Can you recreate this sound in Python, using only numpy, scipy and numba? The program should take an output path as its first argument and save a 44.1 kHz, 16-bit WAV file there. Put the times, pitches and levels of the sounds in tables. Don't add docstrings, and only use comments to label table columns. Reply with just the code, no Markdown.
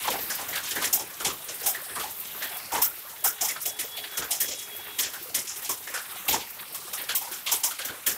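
import sys
import numpy as np
from scipy import signal
from scipy.io import wavfile
from scipy.ndimage import uniform_filter1d
from numba import njit

SR = 44100
rng = np.random.default_rng(int(sys.argv[2]) if len(sys.argv) > 2 else 0)


def file_out(sig):
    cols = np.atleast_2d(sig).T
    lim = np.clip(cols, -1, 1)
    pcm = np.round(lim * 32767).astype(np.int16)
    wavfile.write(sys.argv[1], SR, pcm)


N = 360278


def undb(db):
    return 10 ** (np.asarray(db) / 20)


def unit(x):
    return x / np.sqrt(np.mean(x ** 2))


@njit
def svf(x, hz, q):
    y, band_state, low_state = np.empty(len(x)), 0., 0.
    for i in range(len(x)):
        g = np.tan(np.pi * hz[i] / SR)
        v = (band_state + g * (x[i] - low_state)) / (1 + g * (g + 1 / q))
        band_state = 2 * v - band_state
        low_state = low_state + 2 * g * v
        y[i] = v / q
    return y


@njit
def follow(x, attack, release):
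    y, level = np.empty(len(x)), x[0]
    for i in range(len(x)):
        rate = attack if x[i] > level else release
        level += (x[i] - level) * rate
        y[i] = level
    return y


def band(lo_hz, hi_hz, order=4):
    sos = signal.butter(order, [lo_hz, hi_hz], "band", fs=SR, output="sos")
    return unit(signal.sosfilt(sos, rng.standard_normal(N)))


def walk(rate):
    k = int(SR / rate)
    held = np.repeat(rng.standard_normal(N // k + 1), k)
    return 1.175 * uniform_filter1d(uniform_filter1d(held, k), k)[:N]


RISE_S = .0055
SNAP, SNAP_S = .12, .003


def burst(t60, rise):
    t = np.arange(int(1.2 * t60 * SR)) / SR
    fall = np.log(1000) * t / t60
    onset = 1 - np.exp(-(t / rise) ** 2)
    shoulder = (1 + 1.55 * fall) * np.exp(-1.4 * fall)
    snap = SNAP * np.exp(-np.abs(t - rise) / SNAP_S)
    return onset * (shoulder + snap)


PATTER_PER_S = 70
PATTER_DB, PATTER_SPREAD_DB = -4, 4.5


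def patter(t60):
    chance = rng.random((int(PATTER_PER_S * N / SR), 2))
    size = np.minimum(-np.log(1 - chance[:, 1]), 3.5)
    hits = np.zeros(N)
    hits[(chance[:, 0] * N).astype(int)] = undb(PATTER_DB + PATTER_SPREAD_DB * size) ** 2
    return np.maximum(signal.oaconvolve(hits, burst(t60, RISE_S) ** 2)[:N], 0)


# [dB per Hz, relative]
HISS_SPECTRUM = [(18, -47), (30, -17), (93, -8), (287, -8.5), (554, -7), (649, -10), (866, -3), (1160, -3),
                 (3310, -4), (4650, -7), (8080, -8), (12600, 1.5), (14800, -1), (16000, -13)]
# time_s [s], level_db [dB]
DOWNPOUR_LEVEL = [(0.0, -33), (0.86, -32), (1.0, -35), (3.3, -37), (4.2, -39), (5., -37), (7.8, -38),
                  (8.17, -37.5)]
TICK_T60_S, PATTER_T60_S = 0.078, 0.13


def downpour():
    hz, density_db = np.transpose(HISS_SPECTRUM)
    centres = 16000 / 2 ** np.arange(.25, 9, .5)
    groups = [patter(t60) for t60 in np.geomspace(TICK_T60_S, PATTER_T60_S, num=9)]
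    hiss = 0
    for k, centre in enumerate(centres):
        place = 8 * k / len(centres)
        low = int(place)
        small = (low + 1 - place) * groups[low] + (place - low) * groups[low + 1]
        level_db = np.interp(np.log(centre), np.log(hz), density_db)
        level_db = level_db + 10 * np.log10(centre)
        flicker_db = 2.2 * walk(12)
        noise = band(centre / 2 ** .25, centre * 2 ** .25)
        hiss = hiss + undb(level_db + flicker_db) * np.sqrt(1 + small) * noise
    time_s, strength_db = np.transpose(DOWNPOUR_LEVEL)
    return unit(hiss) * undb(np.interp(np.arange(N) / SR, time_s, strength_db))


PLINK_PER_S, PLINK_HZ = 120, (348.6, 5760)
PLINK_DB, PLINK_CYCLES = -47, 16.3


def plinks():
    out = np.zeros(N)
    for when, pitch, size, phase in rng.random((int(PLINK_PER_S * N / SR), 4)):
        hz = PLINK_HZ[0] * (PLINK_HZ[1] / PLINK_HZ[0]) ** pitch
        turns = np.arange(int(PLINK_CYCLES * SR / hz)) * hz / SR
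        envelope = np.exp(-5 * turns / PLINK_CYCLES) * (1 - np.exp(-turns))
        ring = np.sin(2 * np.pi * (turns + phase)) * envelope
        i = int(when * N)
        out[i:i + len(ring)] += undb(PLINK_DB + 16.0 * size ** 3) * ring[:N - i]
    return out


BOOM_HZ, THUD_HZ, BODY_HZ, CRACK_HZ = (48.7, 141), (236, 526), (500, 2200), (2000, 4800)
LOW_TREBLE_HZ, MID_TREBLE_HZ, TOP_TREBLE_HZ = (5000, 7700), (7700, 12000), (12000, 15800)
BOOM_DB, BODY_DB, KNOCK_Q = -9, -4, 3.83
PANEL_HZ, PANEL_Q, PANEL_DB = 3220, 5.8, -7.5
RING_RISE_S, RING_LONGER = 0.0077, 1.197
LOW_SHARE, LOW_PER_DB = .3, .028
SCATTER_DB = 2.5
# [s, decay; RING_LONGER times it for thud and knock]
LARGE_STONES = [(0.048, 980, -49, -32.5, -36.5, -36, -2, 0.21),
                (0.074, 930, -36.5, -26.5, -31, -31.5, -18, 0.18),
                (0.104, 530, -42, -31, -29.5, -26.5, -3, 0.17),
                (0.134, 780.0, -41, -31, -49, -57, -5, 0.22), (0.205, 1870, -44.5, -45, -49, -33, 0, 0.36),
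                (0.301, 1600, -62, -28, -35.5, -26, -13, 0.17), (0.391, 880, -43, -31.5, -42, -39, 0, 0.17),
                (0.486, 660.0, -53, -38.5, -44, -31, -2, 0.21),
                (0.529, 2020.0, -46, -33, -34.5, -47, -17, 0.25),
                (0.556, 1570, -62, -30.5, -31, -25.5, -3, 0.18),
                (0.635, 1040, -56, -45, -38.5, -32.5, -8, 0.36),
                (0.711, 1830.0, -41, -35, -30, -22.5, -8, 0.09),
                (0.753, 1730, -37, -29.5, -40, -32, -3, 0.34),
                (0.823, 1150, -43, -23, -26.5, -25, -2.5, 0.16),
                (0.843, 1820.0, -39, -62, -30, -20, -5, 0.16), (0.93, 756, -41, -32, -32.5, -15, -1.5, 0.2),
                (0.994, 840, -38, -36.5, -40, -29, -17, 0.17), (1.201, 1350, -38, -35, -38, -32, -6, 0.2),
                (1.249, 810.0, -31.5, -28, -27, -20.5, -9.5, 0.2),
                (1.29, 1110.0, -38.5, -35, -33, -39, -18, 0.15),
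                (1.486, 485, -45, -43, -38, -33.5, -20, 0.21),
                (1.631, 760.0, -42.5, -40, -43, -30.5, -9, 0.21),
                (1.662, 754, -62, -30, -32.5, -15.5, -2, 0.21),
                (1.746, 1810.0, -65, -32, -37, -36, -6, 0.17),
                (1.889, 1740.0, -45, -41, -42, -51, -9, 0.21),
                (1.958, 1140.0, -40, -31, -42, -32.5, -2.5, 0.2),
                (1.999, 1260, -51, -33, -33.5, -31.5, -3, 0.24),
                (2.038, 860.0, -51, -35, -37, -37, -6, 0.16),
                (2.423, 1800, -56, -32.5, -31.5, -30, -2.5, 0.21),
                (2.517, 750.0, -62, -41.5, -62, -44, 0, 0.37),
                (2.721, 880.0, -40.5, -30, -40, -29.5, -3, 0.44),
                (2.749, 916, -40, -23.5, -32.5, -32, -8, 0.24),
                (2.82, 960.0, -48, -39, -30.5, -13, -2, 0.17), (2.843, 1350.0, -62, -62, -62, -17, 2, 0.15),
                (3.243, 860, -43.5, -24.5, -31, -15, -2, 0.2),
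                (3.271, 1420, -62, -43, -45, -19, -2.5, 0.15),
                (3.412, 746, -44, -30, -34.5, -20, -5.5, 0.2),
                (3.448, 830.0, -60, -36, -34.5, -20.5, -4.5, 0.17),
                (3.486, 2100.0, -47, -33, -36, -23, -6, 0.19), (3.56, 1350, -64, -31, -38, -43, -18, 0.097),
                (3.615, 1580.0, -57, -62, -54, -25, -1, 0.15),
                (3.657, 680.0, -47, -39, -34, -21.5, -3, 0.19),
                (3.791, 1960.0, -49, -37.5, -34.5, -26, -5, 0.23),
                (3.849, 500.0, -62, -48, -48, -29, 8, 0.09),
                (3.971, 730.0, -50, -39.5, -31.5, -35, -2.5, 0.16),
                (4.038, 1730, -64, -39, -35.5, -47, -3, 0.17),
                (4.114, 1580.0, -65, -42, -50, -40, -1.5, 0.3),
                (4.173, 1450.0, -35.5, -33.5, -32, -25, -4.5, 0.18),
                (4.222, 1450.0, -44, -32, -37.5, -38, -23, 0.19),
                (4.309, 750.0, -51, -35.5, -30.5, -21.5, -5.5, 0.23),
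                (4.404, 1810, -43.5, -35.5, -32.5, -19, -2, 0.24),
                (4.482, 500.0, -44, -38, -36, -27, -16, 0.13),
                (4.509, 550.0, -50, -40.5, -33.5, -29.5, -27, 0.2),
                (4.586, 2010.0, -65, -48, -42, -37.5, -15, 0.34),
                (4.989, 1910, -44, -34, -30.5, -20, -5, 0.2),
                (5.032, 1800.0, -48, -39, -28.5, -26, -26, 0.2),
                (5.136, 1580, -62, -34, -40, -31, -1.5, 0.15),
                (5.347, 1920.0, -43, -33, -28.5, -19, -6, 0.18),
                (5.39, 2080, -52, -60, -39, -27, -12, 0.13), (5.474, 790.0, -62, -60, -44, -30, -21, 0.28),
                (5.562, 1310.0, -56, -57, -43, -32.5, -8, 0.12),
                (5.621, 1870.0, -62, -44.5, -44, -35, -2.5, 0.24),
                (5.648, 770.0, -62, -56, -39, -30, -14, 0.14),
                (5.694, 1014, -41, -30, -32, -19.5, -4, 0.15),
                (5.874, 1860.0, -62, -36, -43, -35.5, -8, 0.16),
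                (5.941, 1520, -60, -29, -36.5, -29, -10, 0.22),
                (6.283, 796, -30, -31.5, -26, -18, -1, 0.25), (6.328, 870, -34.5, -26, -28, -23, -17, 0.2),
                (6.405, 860, -62, -62, -32.5, -38, -12, 0.15),
                (6.59, 1780, -62, -40.5, -37.5, -38, 0, 0.13),
                (6.746, 1120, -64, -40, -40, -31.5, -3.5, 0.16),
                (6.933, 1220, -62, -37.5, -38, -28.5, -3.5, 0.16),
                (6.976, 1850, -48, -39, -35, -38, -4, 0.25),
                (7.09, 1540.0, -48, -30.5, -28.5, -31.5, -7, 0.22),
                (7.152, 1020, -52, -43, -30, -16.5, -1, 0.17), (7.211, 890, -60, -37.5, -45, -38, -9, 0.35),
                (7.315, 1480, -56, -41.5, -41.5, -33.5, -3.5, 0.33),
                (7.465, 1100.0, -51, -37.5, -26.5, -30, -8, 0.32),
                (7.518, 907, -49, -30.5, -27.5, -16.5, -4, 0.21),
                (7.637, 970, -45, -30.5, -30, -16.5, -5, 0.21),
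                (7.707, 1340, -57, -36, -35.5, -32, -5, 0.16),
                (7.789, 1590.0, -59, -35, -32.5, -33, -8, 0.24),
                (7.85, 1540.0, -44.5, -36, -35, -25, -1.5, 0.14),
                (7.887, 1520, -40.5, -31, -38, -47, -17, 0.17),
                (8.066, 1640, -37, -29.5, -27, -16, -2.5, 0.22)]


def stones():
    power, knock_hz = np.zeros((6, N)), np.full(N, 800.)
    for s, hz, *body_db, shatter_db, top_db, t60 in LARGE_STONES:
        i = int((s - RISE_S) * SR)
        top = min(undb(top_db) ** 2, 1)
        low = np.clip(LOW_SHARE - LOW_PER_DB * top_db, 0, 1)
        shares = np.array([(1 - top) * low, (1 - top) * (1 - low), top])
        blow = np.append(undb(body_db) ** 2, undb(shatter_db) ** 2 * shares)[:, None]
        for group, longer, rise in ((slice(0, 2), RING_LONGER, RING_RISE_S), (slice(2, 6), 1, RISE_S)):
            shape = burst(t60 * longer, rise)[:N - i]
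            power[group, i:i + len(shape)] += blow[group] * shape ** 2
        knock_hz[i:] = hz
    power[0] = uniform_filter1d(power[0], size=800, origin=399)
    thud = band(*THUD_HZ, order=2) + undb(BOOM_DB) * band(*BOOM_HZ, order=2)
    once = svf(rng.standard_normal(N), knock_hz, KNOCK_Q)
    ring = svf(once, knock_hz, KNOCK_Q) / np.sqrt(knock_hz)
    knock = unit(ring) + undb(BODY_DB) * band(*BODY_HZ)
    crack = band(*CRACK_HZ, order=8)
    crack = crack + undb(PANEL_DB) * unit(svf(crack, np.full(N, 1. * PANEL_HZ), PANEL_Q))
    shatter = [band(*hz, order=8) for hz in (LOW_TREBLE_HZ, MID_TREBLE_HZ, TOP_TREBLE_HZ)]
    voices = [unit(thud), unit(knock), unit(crack)] + shatter
    out = 0
    for voice, voice_power in zip(voices, power):
        sputter = undb(SCATTER_DB * walk(150))
        out = out + voice * np.sqrt(np.maximum(voice_power, 0)) * sputter
    return out


# start_s [s], length_s [s]
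HORN_BLASTS = [(2.37, .25), (3.16, .42), (3.62, .65), (4.398, .72)]
# [dB, relative, before flutter]
HORN_PARTIALS = [(1, -11), (8, 0), (9, -10)]
HORN_HZ, HORN_EDGE_S = 420.5, .03
HORN_DB = -46
CAR_M_S, CAR_PASSES_S, CAR_M = 2.5, 4.3, 1.7


def horn():
    t = np.arange(N) / SR
    along = CAR_M_S * (t - CAR_PASSES_S)
    distance = np.hypot(along, CAR_M)
    hz = HORN_HZ * (1 - CAR_M_S / 343 * along / distance)
    phase = 2 * np.pi * np.cumsum(hz * (1 + .006 * walk(60))) / SR
    tone = sum(undb(db + 4 * walk(30)) * np.sin(order * phase) for order, db in HORN_PARTIALS)
    pressed = 0
    for s, length in HORN_BLASTS:
        pressed = pressed + np.clip(np.minimum(t - s, s + length - t) / HORN_EDGE_S, 0, 1)
    return np.sqrt(2) * undb(HORN_DB) * tone * pressed * CAR_M / distance


def scene():
    return (stones() + downpour() + plinks() + horn())[None]


KNEE_DB, RATIO, ATTACK_S, RELEASE_S = -36.5, 1.309, 0.046, 0.3
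BASS_CUT_HZ, DULL_HZ, TOP_HZ = 48, 15700, 15600
CEILING = .4


def record(dry):
    level = follow(np.abs(dry[0]), 1 / (ATTACK_S * SR), 1 / (RELEASE_S * SR))
    gain = np.minimum(undb(KNEE_DB) / (level + 1e-9), 1) ** (1 - 1 / RATIO)
    gentle = signal.butter(2, [BASS_CUT_HZ, DULL_HZ], "band", fs=SR, output="sos")
    steep = signal.ellip(10, .2, 80, TOP_HZ, fs=SR, output="sos")
    rounded = CEILING * np.tanh(signal.sosfilt(gentle, dry) * gain / CEILING)
    return signal.sosfilt(steep, rounded)


dry = scene()
out = record(dry)
file_out(out)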